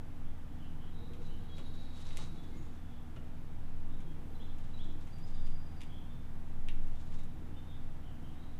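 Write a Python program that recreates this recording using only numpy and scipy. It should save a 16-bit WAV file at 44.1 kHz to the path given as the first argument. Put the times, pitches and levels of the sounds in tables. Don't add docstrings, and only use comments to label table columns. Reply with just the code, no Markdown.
import sys
import numpy as np
from scipy import signal
from scipy.fft import rfft, irfft
from scipy.io import wavfile
from scipy.ndimage import uniform_filter1d

SR = 44100
rng = np.random.default_rng(int(sys.argv[2]) if len(sys.argv) > 2 else 0)


def waveform_to_disk(signal):
    frames = np.transpose(np.atleast_2d(signal))
    scaled = np.clip(frames, -1, 1) * 32767
    samples = np.round(scaled).astype(np.int16)
    wavfile.write(sys.argv[1], SR, samples)


N = 378819
TIME = np.arange(N) / SR


# fastest moment, time speeding up, time slowing (all seconds), level in dB.
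CORD_PULLS = [(1.27, .12, 0.085, -71), (1.6, .06, 0.057, -64.5), (1.78, 0.11, 0.19, -74),
              (2.06, 0.25, 0.11, -64.5), (2.21, 0.11, 0.083, -57), (2.42, 0.17, 0.65, -75.5),
              (4.95, .8, 0.6, -75), (5.45, 0.32, 0.2, -71), (5.75, 0.18, .15, -75.5),
              (7.22, .65, .1, -72.5), (8.28, .08, 0.13, -76)]
# frequency in Hz, boost or cut in dB.
RUB_TONE = [(300, 4), (1250, 10.5), (2000, 0.5), (3800, 8), (4800, 2.5), (6500, 2), (9000, -2),
            (12000, -31), (15000, -33)]

def cord_rub(grain_db=3, snags_per_s=60, snag_db=-8):
    grains = rng.standard_normal(N) * undb(grain_db * np.minimum(rng.exponential(size=N), 5))
    snags = (rng.random(N) < snags_per_s / SR) * rng.uniform(-0.81, 1, N)
    rub = unit(colour(unit(grains) + undb(snag_db) * unit(snags), RUB_TONE))
    flicker = undb(3.87 * drift(60))
    sliding = sum(undb(db) * swell(s, rise, fall) ** 2 for s, rise, fall, db in CORD_PULLS)
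    return rub * flicker * sliding


# pitch in Hz, spread around that pitch in Hz, level in dB.
HANGER_NOTES = [(3832, 24, 4), (4120, 460, -0.5), (6700, 80, -17), (10900, 120, -13)]

def hanger_squeal(from_s=1.67, to_s=2.23, level_db=-64.5, rise_db_per_s=38, fall_db_per_s=45):
    squeal = unit(sum(undb(db) * ring(hz, width) for hz, width, db in HANGER_NOTES))
    chatter = undb(2 * drift(39.66))
    fade_db = rise_db_per_s * np.maximum(from_s - TIME, 0) + fall_db_per_s * np.maximum(TIME - to_s, 0)
    return squeal * chatter * undb(level_db - fade_db)


# start in seconds, level of the snap in dB, extra treble in dB.
CLICK_HITS = [(1.1351, -45, -8), (1.583, -39.5, -8), (2.0034, -47, 0), (2.1075, -41.5, -16),
              (2.164, -49, -1), (2.1721, -26.5, 1.5), (3.163, -45, -14), (4.005, -47, -2), (4.585, -48, -3),
              (5.073, -46, -7), (5.185, -46, -4), (5.47, -45.5, -5), (5.8078, -40, -8), (5.817, -36, -8),
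              (5.835, -43, -7), (6.6868, -29.5, -14.5), (6.872, -52, 0), (7.1231, -47, -6),
              (7.1907, -47, -6), (7.235, -49, -1)]
# frequency in Hz, boost or cut in dB.
CLICK_TONE = [(300, -9), (1400, -11), (2000, 6), (3300, 3.5), (4600, -5), (6500, 0.5), (11000, -3),
              (15000, -27)]

def clicks(soft_db=-54, rattle_decay_s=0.012, bounce_s=0.0053, bounce_db=-5):
    out, t = np.zeros(N), np.arange(SR // 4) / SR
    lead = SR // 500
    snap = signal.unit_impulse(len(t))
    for s, db, treble_db in CLICK_HITS:
        rattle_db = -13 - 0.4284 * (db - soft_db)
        rattle = 0.45 * undb(rattle_db) * rng.standard_normal(len(t)) * np.exp(-t / rattle_decay_s)
        tone = [(hz, boost + treble_db * np.clip(np.log2(hz / 3400), 0, 1)) for hz, boost in CLICK_TONE]
        click = colour(np.roll(snap + rattle, lead), tone) / colour(snap, tone).max()
        add(out, s - lead / SR, undb(db) * click)
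    bounce = colour(out, [(100, 0), (3500, 0), (12000, -7)])
    return out + undb(bounce_db) * np.roll(bounce, int(bounce_s * SR))


# start in seconds, peak level in dB.
LADDER_KNOCKS = [(1.582, -48.5), (2.18, -46.5), (3.164, -45.5)]
# pitch in Hz, level in dB, seconds to fade by 60 dB.
LADDER_NOTES = [(368, -6, 0.084), (400, -7.5, 0.13), (549, -9, 0.19), (620, -7, 0.24), (860, -8, 0.11),
                (1110, -7.5, 0.09), (1365, -8, 0.042), (1770, -19, 0.062), (2460, -29, 0.042),
                (2870, -15.5, 0.15)]

def ladder_knocks(scuff_decay_s=0.0095):
    out, t = np.zeros(N), np.arange(SR // 3) / SR
    frame = sum(undb(db - 60 * t / fade_s) * np.sin(2 * np.pi * hz * t)
                for hz, db, fade_s in LADDER_NOTES)
    for s, db in LADDER_KNOCKS:
        scuff = rng.standard_normal(len(t)) * np.exp(-t / scuff_decay_s)
        knock = signal.fftconvolve(frame, scuff)
        add(out, s, undb(db) * knock / np.abs(knock).max())
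    return out


# middle in seconds, length in seconds, rumble in dB, moan in dB, moan pitch in Hz.
WIND_GUSTS = [(0.651, 1.4, -59.5, -72, 350), (1.128, 0.46, -56, -58, 429.8),
              (1.374, 0.29, -52.5, -63.5, 422), (1.704, 0.54, -60, -61.5, 338),
              (2.275, 0.48, -52.5, -66, 330.8), (2.516, .6, -55, -59, 347), (4.118, 0.56, -55.5, -62, 341),
              (4.354, .35, -52, -62.5, 418.4), (4.9, 0.43, -71, -59.5, 333), (5.16, 0.45, -55, -70, 327.3),
              (6.301, 2.4, -58, -76, 324.7), (7.432, 0.56, -58, -61, 338), (8.254, 0.38, -56, -66, 328)]
# frequency in Hz, boost or cut in dB.
RUMBLE_TONE = [(60, -5), (125, -1), (170, 2), (230, -8.5), (320, -13), (450, -28.5), (1500, -48.5)]

def gusts(rest_rumble_db=-59.5, rest_moan_db=-73.5):
    s, length, rumble_db, moan_db, moan_hz = np.transpose(WIND_GUSTS)
    rumble = unit(colour(rng.standard_normal(N), RUMBLE_TONE))
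    moan = wind_moan(np.interp(TIME, s, moan_hz))
    return (rumble * surges(s, length, rumble_db, rest_rumble_db)
            + moan * surges(s, length, moan_db, rest_moan_db))


# frequency in Hz, boost or cut in dB.
FLOOR_TONE = [(100, 2.5), (335, 3), (400, -8), (480, 3.5), (570, -19), (720, 11)]

def wind_moan(pitch_hz, wander_hz=25):
    swirls = colour(rng.standard_normal(N), [(2, 3.5), (35, 3.5), (80, 1), (160, -12), (900, -70)])
    centre = sine(pitch_hz + wander_hz * drift(60))
    return colour(unit(swirls * centre), FLOOR_TONE)


# middle in seconds, length in seconds, level in dB.
COVER_BILLOWS = [(0.276, 0.16, -32), (0.94, 0.27, -37), (1.303, 0.26, -34), (2.13, 0.25, -30.5),
                 (3.796, 1.0, -32), (4.7, 1.0, -29), (5.43, 0.62, -28), (6.745, 0.59, -25),
                 (7.196, 0.32, -31.5)]

def air_throb(throb_hz=12.1, uneven_db=2, rest_db=-38):
    throb = np.sqrt(2) * np.sin(2 * np.pi * throb_hz * TIME + 0.8 * drift(2.8))
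    uneven = undb(uneven_db * drift(9))
    return throb * uneven * surges(*np.transpose(COVER_BILLOWS), rest_db)


# start in seconds, pip pitch in Hz, pip in dB, sweep in dB.
NEAR_CALLS = [(4.343, 3985, -66, -61.5), (4.734, 3890, -58.5, -58)]
RUN_PITCHES = [4700, 4950, 4760, 4770, 4790, 4850, 4720]

def near_bird(pip_s=0.03, sweep_after_s=0.045, echo_s=0.085, echo_db=-8,
              run_start_s=5.12, run_step_s=0.107, run_db=-64, run_fade_db_per_s=6):
    pips, sweeps, run = np.zeros((3, N))
    for s, hz, pip_db, sweep_db in NEAR_CALLS:
        add(pips, s, undb(pip_db) * clear_note(pip_s, hz))
        sweep = bird_note(length_s=0.052, start_hz=2680, end_hz=3645, trill_depth_hz=70)
        add(sweeps, s + sweep_after_s, undb(sweep_db) * sweep)
    for k, hz in enumerate(RUN_PITCHES):
        late = k * run_step_s
        add(run, run_start_s + late, undb(run_db - run_fade_db_per_s * late) * clear_note(pip_s, hz))
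    returning = pips + undb(-5) * sweeps
    repeats = sum(undb(k * echo_db) * np.roll(returning, int(k * echo_s * SR)) for k in (1, 2, 3))
    return pips + sweeps + run + repeats


# start and length in seconds, first and last pitch in Hz, level in dB.
BUZZY_NOTES = [(.22, 0.098, 2880, 3400, -75), (.58, 0.094, 3420, 2850, -67),
               (0.798, 0.051, 3043, 3080, -65), (.91, 0.19, 3910, 3890, -66.5),
               (1.24, 0.046, 4080, 3950, -65), (1.278, .08, 2700, 3050, -66),
               (2.56, 0.045, 7190, 6650, -68), (2.798, .25, 3300, 3450, -76),
               (3.88, 0.097, 3580, 3720, -72), (5.32, 0.1, 3780, 3510, -70), (5.869, .15, 3250, 3300, -65),
               (7.15, 0.085, 3730, 3800, -71), (7.532, 0.076, 2900, 3050, -73),
               (7.675, .13, 3115, 3670, -70), (8.017, .1, 3200, 2932, -69.5),
               (8.227, 0.062, 2980, 3090, -68), (8.328, .18, 3650, 3950, -72)]
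# start and length in seconds, pitch in Hz, level in dB.
CLEAR_NOTES = [(1.477, .08, 3290, -65), (2.36, 0.072, 3437, -66), (2.496, 0.1, 2116, -70),
               (3.978, 0.13, 3244, -73.5), (6.077, 0.097, 3535, -70.5), (7.556, 0.043, 3560, -66),
               (7.651, 0.13, 3620, -69)]

def birds(far_db=-81, far_range_hz=(2600, 3800), far_notes=40):
    out = np.zeros(N)
    for s, length, start_hz, end_hz, db in BUZZY_NOTES:
        add(out, s, undb(db) * bird_note(length, start_hz, end_hz, trill_depth_hz=143))
    for s, length, hz, db in CLEAR_NOTES:
        add(out, s, undb(db) * clear_note(length, hz))
    for when, *ends in rng.random((far_notes, 3)):
        start_hz, end_hz = np.interp(ends, [0, 1], far_range_hz)
        add(out, when * N / SR, undb(far_db) * bird_note(0.12, start_hz, end_hz, trill_depth_hz=80))
    return out


def bird_note(length_s, start_hz, end_hz, trill_depth_hz, trills_per_s=70):
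    t = np.arange(int(length_s * SR)) / SR
    progress = t / length_s
    slide_hz = end_hz + (start_hz - end_hz) * (1 - progress) ** 2
    flutter = np.interp(progress, np.linspace(0, 1, 20), rng.standard_normal(20))
    trill = np.sin(2 * np.pi * trills_per_s * t) + 0.51 * flutter
    return np.sin(np.pi * progress) * sine(slide_hz + trill_depth_hz * trill)


def clear_note(length_s, hz, sag_hz=51.3):
    return bird_note(length_s, hz + sag_hz, hz, trill_depth_hz=25.3)


# frequency in Hz, noise level in dB per Hz.
AIR_RUSH = [(21, -62), (29, -72), (40, -66.5), (56, -72), (150, -81), (260, -85.5), (335, -87), (400, -94),
            (480, -89.5), (570, -94), (780, -90.5), (1050, -96), (1600, -99), (2500, -104.5), (3600, -107),
            (4300, -112.5), (7000, -116), (15000, -119.5)]
# pitch in Hz, average level in dB, amount of waver from 0 to 1.
FAN_TONES = [(71.7, -75, 0.1), (80.47, -52, 0.07), (121.7, -62, .4), (141.3, -60, 0.24), (160, -64, 0.46),
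             (163.9, -66.5, 0.5), (238.7, -60, 0.08), (286.9, -65.5, 0.3), (473, -79.5, 0),
             (1194, -83.5, 0.1)]

def ventilation():
    air = colour(rng.standard_normal(N), AIR_RUSH) * np.sqrt(SR / 2)
    hum = 0
    for hz, db, waver in FAN_TONES:
        wobble = unit(1 + waver * (drift(9) + 1j * drift(9)))
        spin = np.exp(1j * (2 * np.pi * hz * TIME + 0.67 * drift(1.21)))
        hum += np.sqrt(2) * undb(db) * (wobble * spin).real
    return air + hum


def undb(db):
    return 10 ** (np.asarray(db) / 20)


def unit(x):
    return x / np.sqrt(np.mean(np.abs(x) ** 2))


def sine(hz):
    return np.sin(2 * np.pi * np.cumsum(hz) / SR)


def colour(x, points):
    hz, db = np.transpose(points)
    f = np.maximum(np.fft.rfftfreq(len(x), 1 / SR), 1)
    gain = undb(np.interp(np.log(f), np.log(hz), db)) * np.minimum(f / hz[0], 1) ** 2
    return irfft(rfft(x) * gain, len(x))


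def drift(steps_per_s):
    k = max(int(SR / steps_per_s), 1)
    steps = np.repeat(rng.standard_normal(N // k + 2), k)
    return unit(uniform_filter1d(uniform_filter1d(steps, k), k)[:N])


def ring(hz, width_hz):
    pole = np.exp((2j * np.pi * hz - np.pi * width_hz) / SR)
    return unit(signal.lfilter([1], [1, -pole], rng.standard_normal(N)).imag)


def swell(peak_s, rise_s, fall_s):
    late = TIME - peak_s
    return np.cos(np.pi / 2 * np.clip(late / np.where(late < 0, rise_s, fall_s), -1, 1))


def surges(middles, lengths, levels_db, rest_db):
    power = sum((undb(db) * swell(s, length / 2, length / 2)) ** 2
                for s, length, db in zip(middles, lengths, levels_db))
    return np.sqrt(undb(rest_db) ** 2 + power)


def add(track, start_s, sound):
    i = max(int(start_s * SR), 0)
    track[i:i + len(sound)] += sound[:max(N - i, 0)]


def echoes(x, fade_s, echo_db, treble_hz):
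    t = np.arange(SR) / SR
    tail = rng.standard_normal(SR) * undb(-60 * t / fade_s) * np.minimum(t / 0.0053, 1)
    tail = signal.lfilter([1], [1, -np.exp(-2 * np.pi * treble_hz / SR)], tail)
    return x + undb(echo_db) * signal.fftconvolve(x, tail / np.linalg.norm(tail))[:N]


def scene():
    work = cord_rub() + hanger_squeal() + clicks() + ladder_knocks()
    work = echoes(work, fade_s=0.45, echo_db=-9.5, treble_hz=6500)
    song = echoes(birds() + near_bird(), fade_s=0.65, echo_db=-1, treble_hz=7000)
    return (work + song + ventilation() + air_throb() + gusts())[None]


def record(dry):
    return signal.sosfilt(signal.ellip(12, 0.1, 70, 15150, fs=SR, output="sos"), dry)


dry = scene()
out = record(dry)
waveform_to_disk(out)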